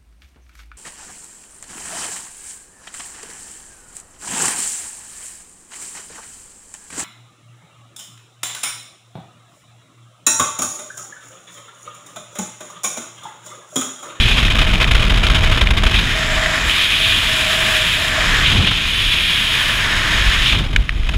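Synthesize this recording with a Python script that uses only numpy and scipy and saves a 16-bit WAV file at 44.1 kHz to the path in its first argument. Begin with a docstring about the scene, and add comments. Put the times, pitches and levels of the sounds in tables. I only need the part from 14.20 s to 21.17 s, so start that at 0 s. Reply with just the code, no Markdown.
"""Skydive from a helmet camera

Air roars over the housing and shakes the microphone. At first eddies slap it some 25 times a second
and cloth flaps and cracks; after a turn the flow is smooth, an edge whistles, and the rush turns hollow
or bright as the head moves. The parachute opens with two sharp snaps; the rush drops to low buffeting."""
import sys
import numpy as np
from scipy import signal
from scipy.fft import rfft, irfft
from scipy.io import wavfile
from scipy.ndimage import uniform_filter1d

SR = 44100
rng = np.random.default_rng(int(sys.argv[2]) if len(sys.argv) > 2 else 0)


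def inscribe(sig):
    """Save sig as 16-bit PCM at rate SR to the path in sys.argv[1].

    A 1-D sig is mono; a 2-D sig holds one channel per row.
    Samples are clipped to [-1, 1] before scaling.
    """
    pcm = np.round(np.clip(np.atleast_2d(sig).T, -1, 1) * 32767)
    wavfile.write(sys.argv[1], SR, pcm.astype(np.int16))


N = 307377
T = np.arange(N) / SR
HZ = np.fft.rfftfreq(N, 1 / SR)

# flow angle on the housing: (time [s], angle [0 hollow roar .. 1 bright rush])
FLOW_ANGLE = [(0, 1), (.4, 0.28), (1.67, 0), (1.76, 0.76), (1.9, 0.17), (2.44, 0), (2.52, 0.47),
              (2.85, 0.81), (3.5, 0.36), (3.72, 0.8), (3.95, 0.092), (4.21, 0.21), (4.27, 0.68), (5.05, 1),
              (5.75, 0.1), (6.15, 0.41), (6.32, 1), (6.5, .35)]
# strongest eddies slapping the housing: (time [s], relative level [dB], nominal length [s])
STRONG_GUSTS = [(0.181, -15.5, 0.022), (0.391, -12, .009), (0.421, -14, .012), (0.537, -16.5, .008),
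                (0.618, -13.5, 0.017), (0.716, -11, 0.006), (0.753, -10.5, 0.005), (.803, -18.5, .018),
                (0.902, -14, 0.007), (0.942, -20, .008), (1.041, -14.5, 0.015), (1.07, -9, 0.0032),
                (1.103, -13, 0.0038), (1.154, -12, 0.014), (1.239, -13.5, 0.013), (1.322, -14.5, 0.014),
                (1.379, -14.5, 0.0091), (1.415, -9.5, 0.0062), (1.51, -12.5, 0.0066), (1.577, -15, 0.012),
                (1.638, -10, 0.0047), (1.669, -14, .01), (1.716, -18, 0.0059), (1.746, -16, 0.016),
                (4.283, -20.5, 0.012), (4.363, -21, .004), (4.428, -19, .004), (6.534, -24.5, .007),
                (6.872, -28, 0.01), (6.893, -17.5, 0.0055), (6.942, -24.5, 0.011)]
# cloth and lines cracking taut: (time [s], level [dB], end pitch [Hz], rebound delay [s], rebound [ratio])
CLOTH_SNAPS = [(.6438, 1.5, 2130, .0016, .24), (.9440, -8, 2900, 0.0027, 0.55),
               (1.068, -2.5, 2860, .00157, 0.5), (1.4719, 0.5, 2090, .0017, .4),
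               (2.261, -3, 1960, .0015, .3), (6.5618, 3, 1830, .00128, 1.1),
               (6.6928, 0.5, 1880, .0016, 0.37), (6.834, -18, 1800, .0015, 0.49)]


def amp(db):
    """Decibels to gain."""
    return 10 ** (np.asarray(db) / 20)


def curves(rows):
    """Each value column of (time, ...) rows at every sample."""
    times, *columns = np.transpose(rows)
    return [np.interp(T, times, column) for column in columns]


def spells(rows, attack_s, release_s):
    """Joint gain of (start, length, level) events that rise, hold and die away."""
    power = np.zeros(N)
    for start, length, db in rows:
        rise = np.clip((T - start) / attack_s, 0, 1)
        fall = np.exp(-np.maximum(T - start - length, 0) / release_s)
        power += (amp(db) * rise * fall) ** 2
    return np.sqrt(power)


def colour(points):
    """Gain at every frequency from (frequency, level) points."""
    hz, db = np.transpose(points)
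    return amp(np.interp(np.log(HZ + 1), np.log(hz + 1), db))


def noise(spectrum):
    """Shaped noise, rms 1."""
    x = irfft(rfft(rng.standard_normal(N)) * spectrum, N)
    return x / np.sqrt(np.mean(x ** 2) + 1e-20)


def wander(lo_hz, hi_hz):
    """Random motion between two rates, rms 1."""
    return noise(HZ / np.hypot(HZ, lo_hz) / np.sqrt(1 + (HZ / hi_hz) ** 4))


def resonant(hz, half_width_hz):
    """Noise ringing in one cavity, rms 1."""
    return noise(1 / (1 + ((HZ - hz) / half_width_hz) ** 2))


def steadied(x, window_s):
    """Evens out swells slower than the window."""
    size = max(int(window_s * SR), 2)
    power = uniform_filter1d(uniform_filter1d(x ** 2, size), size)
    return x / np.sqrt(np.abs(power) + 1e-9)


def housing():
    """Airstream spectrum with the housing's cavity resonances."""
    # airstream spectrum: (frequency [Hz], level [dB])
    air = [(150, -6), (300, -12.5), (520, -15), (800, -15), (1080, -6), (1400, -6), (2100, -2.5),
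           (3700, 0.5), (4350, -13), (6000, -22), (8500, -28), (11500, -34), (14600, -37.5), (15400, -41)]
    # resonances: (frequency [Hz], width [Hz], gain [dB])
    cavities = [(650, 76, 7), (1880, 190, -3.5), (2480, 330, 5), (2640, 81, -1.5), (3083, 460, 4),
                (4930, 170, 2.5), (5320, 190, 4.5), (5270, 230, 0), (6680, 710, 6), (7800, 250, 4.5),
                (10030, 1060, 7), (12700, 520, 5)]
    cavity_db = sum(db * np.exp2(-(2 * (HZ - hz) / width) ** 2) for hz, width, db in cavities)
    return colour(air) * amp(cavity_db)


def airstream(gains, crossovers_hz=(2150, 4600, 8600)):
    """Turbulent noise in the housing, one gain per band: roar, rush, hiss, fizz."""
    lowpasses = [1 / (1 + (HZ / hz) ** 16) for hz in crossovers_hz]
    shares = np.diff([np.zeros_like(HZ), *lowpasses, np.ones_like(HZ)], axis=0)
    spectrum = housing()
    return sum(gain * noise(spectrum * np.sqrt(share)) for gain, share in zip(gains, np.abs(shares)))


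def band_levels_db(force_db, turbulence, angle):
    """All four bands follow the force; the angle trades roar for rush; broken flow is duller."""
    # flow catching the housing squarely: (start [s], length [s], level re force [dB])
    surges = [(1.73, .05, 1), (2.49, 0.48, -0.5), (3.62, 0.047, -10), (4.245, 0.038, 2), (4.47, 0.023, 5),
              (4.78, .33, -4), (6.26, 0.046, -6)]
    # fine fizz riding on the rush: (start [s], length [s], level re force [dB])
    fizzes = [(2.43, 1.46, -17.5), (4.64, 0.94, -18.5)]
    rush = np.hypot(amp(-3 + 6 * angle), spells(surges, attack_s=0.011, release_s=0.019))
    fizz = np.hypot(amp(-21 - 1.5 * turbulence), spells(fizzes, attack_s=0.046, release_s=0.051))
    roar_db = force_db - 1 - 7 * angle
    hiss_db = force_db - 10 - 2 * angle - 1.5 * turbulence
    return roar_db, force_db + 20 * np.log10(rush), hiss_db, force_db + 20 * np.log10(fizz)


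def wind(force_db, turbulence, gust_power, calm, gust_bands_db=(-4, -3, -15.5, -25)):
    """Air over the housing flutters; broken flow sinks into lulls and returns in bright bursts."""
    angle, = curves(FLOW_ANGLE)
    roar_db, rush_db, hiss_db, fizz_db = band_levels_db(force_db, turbulence, angle)
    flutter_db = (0.57 + 4.5 * turbulence) * np.tanh(wander(2.8, 94)) + 0.6 * wander(2.6, 12)
    flow = amp(flutter_db - 6 * turbulence * calm)
    dull_db = -2 * turbulence ** 2
    bands_db = (roar_db - 1, rush_db, hiss_db + dull_db, fizz_db + dull_db)
    gains = [np.sqrt((amp(db) * flow) ** 2 + gust_power * amp(gust_db) ** 2)
             for db, gust_db in zip(bands_db, gust_bands_db)]
    # smooth flow sings in the small cavities
    hollow = amp(roar_db - 1) * resonant(1800, 270)
    shrill = amp(rush_db - 7) * angle * resonant(3390, 200)
    singing = (hollow + shrill) * (1 - turbulence) * flow
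    # broken flow hoots in a larger one and lands with a dull thud
    hoot = amp(roar_db - 13) * turbulence * resonant(635, 24)
    thud_power = amp(-17) ** 2 * gust_power + (amp(roar_db - 12) * turbulence * flow) ** 2
    grain = steadied(amp(wander(150, 630)), 0.026)
    return (airstream(gains) + singing) * grain + hoot + np.sqrt(thud_power) * resonant(690, 510)


def rumble(turbulence, gust_power):
    """Eddies push on the diaphragm; small ones grow more slowly and crowd into the gusts, which boom."""
    # pressure swings on the microphone: (time [s], level [dB])
    shake = [(0, -14), (1.1, -12), (1.65, -13), (2, -24.5), (2.7, -36), (3.8, -30.5), (4.3, -24.5),
             (5.4, -31.5), (5.9, -23), (6.97, -33.5)]
    # swells of buffeting: (time [s], length [s], large eddies [dB], small eddies [dB])
    buffets = [(2.154, 0.15, -21.5, -34), (2.466, 0.065, -22, -31), (2.954, 0.29, -29, -30),
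               (4.155, 0.13, -19, -28), (4.386, 0.1, -23, -14.5), (4.86, 0.079, -21.5, -44),
               (6.009, 0.033, -11, -36), (6.083, 0.035, -12.5, -35), (6.2, 0.047, -15, -40),
               (6.386, 0.12, -18, -20.5), (6.575, 0.075, -11, -25), (6.793, 0.094, -14, -32),
               (6.947, .08, -13.5, -25)]
    # eddy pressure spectra: (frequency [Hz], relative level [dB])
    large_spectrum = [(4, -33), (15, -26), (25, 3), (36, 3.5), (46, 2.5), (62, -8), (110, -21), (400, -76)]
    small_spectrum = [(25, -32), (45, -42), (65, -1.5), (105, -2), (150, -6.5), (220, -12), (330, -18),
                      (520, -25.5), (1500, -29.5), (6000, -82)]
    shake_db, = curves(shake)
    large_power = amp(shake_db - 2 * turbulence + wander(1.6, 6.4)) ** 2
    small_power = amp(0.7 * shake_db - 10 - 3 * turbulence) ** 2 + amp(-11) ** 2 * gust_power
    for time, length, large_db, small_db in buffets:
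        swell = np.exp2(-(2 * (T - time) / length) ** 2)
        large_power += amp(large_db) ** 2 * swell
        small_power += amp(small_db) ** 2 * swell
    large = np.sqrt(large_power) * steadied(noise(colour(large_spectrum)), 0.11)
    small = np.sqrt(small_power) * steadied(noise(colour(small_spectrum)), 0.09)
    boom = amp(-7) * np.sqrt(gust_power) * resonant(87.5, 19)
    return large + small + boom


def shed_eddies(force_db, turbulence, rate_hz=25, min_turbulence=0.17, clearance_s=0.03):
    """Broken flow sheds weaker gusts between strong gusts and snaps; rows like STRONG_GUSTS."""
    taken_s = np.array([row[0] for row in STRONG_GUSTS + CLOTH_SNAPS])
    rows = []
    for k, (jitter, strength) in enumerate(rng.standard_normal((220, 2))):
        time = (k + 1 + 0.283 * jitter) / rate_hz
        at = int(time * SR)
        if 0 <= at < N and turbulence[at] > min_turbulence and np.abs(taken_s - time).min() > clearance_s:
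            rows.append((time, force_db[at] + 3 + 2 * strength, 0.0081))
    return rows


def gusts(rows, calm_lead_s=0.009, calm_half_width_s=0.0029):
    """Power of gusts that hit fast and trail off, and the calm just ahead of each."""
    power, calm = np.zeros(N), np.zeros(N)
    for time, db, length in rows:
        near = slice(max(int((time - 0.1) * SR), 0), int((time + 0.1) * SR))
        t = T[near] - time
        halvings = np.where(t < 0, (t / (0.55 * length)) ** 4, (t / (0.71 * length)) ** 2)
        power[near] += amp(db - 1) ** 2 * np.exp2(-halvings)
        calm[near] += np.exp2(-((t + calm_lead_s) / calm_half_width_s) ** 2)
    return power, calm


def thumps(push_db=2, lag_s=0.0038, half_length_s=0.0056):
    """Each strong gust ends in a push of pressure with suction on either side."""
    out = np.zeros(N)
    for time, db, _ in STRONG_GUSTS:
        u = (T - time - lag_s) / half_length_s
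        out += amp(db + push_db) * (1 - u ** 2) * np.exp(-u ** 2 / 2)
    return out


def crack(t, end_hz, rise_s):
    """A whip of cloth: a few cycles of falling pitch."""
    u = t / rise_s
    cycles = end_hz * rise_s * (u + 0.48 * (1 - np.exp(-u)))
    return u ** 2 * np.exp(2 * (1 - u)) * np.sin(2 * np.pi * cycles)


def flapping(force_db, turbulence, max_rate_hz=40, rise_s=0.00083):
    """Sleeves flap in broken flow: many small cracks of mixed pitch."""
    pitches_hz = np.geomspace(1000, 3000, num=12)
    sizes = rng.uniform(0.37, 1, N) * amp(force_db + 8)
    hits = sizes * (rng.random(N) < turbulence ** 2 * max_rate_hz / SR)
    pitch_index = rng.integers(0, len(pitches_hz), N)
    return sum(signal.oaconvolve(hits * (pitch_index == k), crack(T[:512], hz, rise_s))[:N]
               for k, hz in enumerate(pitches_hz))


def snaps(rise_s=0.00038, ring_db=-17, ring_t60_s=0.022, highpass_hz=1100):
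    """Cloth and lines pull taut: a crack, its rebound and a brief ring of the housing."""
    out, ring = np.zeros(N), noise(housing())
    for time, db, hz, delay, rebound in CLOTH_SNAPS:
        near = slice(int(time * SR), int((time + 0.05) * SR))
        for start, size in ((time, 1), (time + delay, rebound)):
            t = np.maximum(T[near] - start, 0)
            tail = amp(ring_db - 60 * t / ring_t60_s) * np.minimum(t / rise_s, 1) * ring[near]
            out[near] += amp(db) * size * (crack(t, hz, rise_s) + tail)
    return signal.sosfilt(signal.butter(3, highpass_hz, "highpass", fs=SR, output="sos"), out)


def whistle(pitch_hz=635, breath_hz=734, sizzle_hz=7340):
    """Breathy edge tone at a cavity's pitch while the face points down, with a thin sizzle above."""
    # edge tone catching and letting go: (start [s], length [s], level [dB])
    catches = [(1.936, .45, -31.5), (2.115, 0.18, -28.5), (2.78, 0.13, -35.5), (3.067, 0.26, -34),
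               (3.246, 0.39, -30.5), (3.752, 0.21, -34), (3.97, 0.046, -25)]
    tone = steadied(resonant(pitch_hz, 13), 0.035) + amp(-10) * resonant(breath_hz, 31)
    gate = spells([(start, length, 0) for start, length, _ in catches], attack_s=0.1, release_s=0.25)
    sizzle = amp(-39) * np.minimum(gate, 1) * resonant(sizzle_hz, 350)
    return spells(catches, attack_s=0.014, release_s=0.019) * tone + sizzle


def scene():
    """Air and cloth at the one microphone."""
    # force of the airstream on the housing: (time [s], level [dB])
    force = [(0, -19), (.4, -22), (1.38, -23), (1.46, -28), (1.72, -21.5), (3.2, -18.5), (3.6, -18),
             (3.92, -21), (4.02, -18), (4.28, -18), (4.56, -21.5), (5.5, -19), (5.7, -19.5), (6.3, -18),
             (6.45, -29.5), (6.49, -35.5), (6.75, -36), (6.97, -34)]
    # break-up of the flow into gusts: (time [s], turbulence [0..1])
    breakup = [(0, 0.06), (.36, 0.95), (1.66, 1), (1.8, 0.17), (2, 0.16), (4.15, 0), (4.42, 0.4), (4.65, 0),
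               (6.2, 0), (6.52, 0.57), (6.97, 0.6)]
    force_db, = curves(force)
    turbulence, = curves(breakup)
    gust_power, calm = gusts(STRONG_GUSTS + shed_eddies(force_db, turbulence))
    air = wind(force_db, turbulence, gust_power, calm) + rumble(turbulence, gust_power) + thumps()
    return (air + flapping(force_db, turbulence) + snaps() + whistle())[None]


def record(dry, cutoff_hz=15780):
    """Soft clip at full scale, then low-pass."""
    clipped = dry / (1 + dry ** 8) ** (1 / 8)
    lowpass = signal.firwin(801, cutoff_hz, window=("kaiser", 9), fs=SR)
    return signal.oaconvolve(clipped, lowpass[None], "same")


dry = scene()
out = record(dry)
inscribe(out)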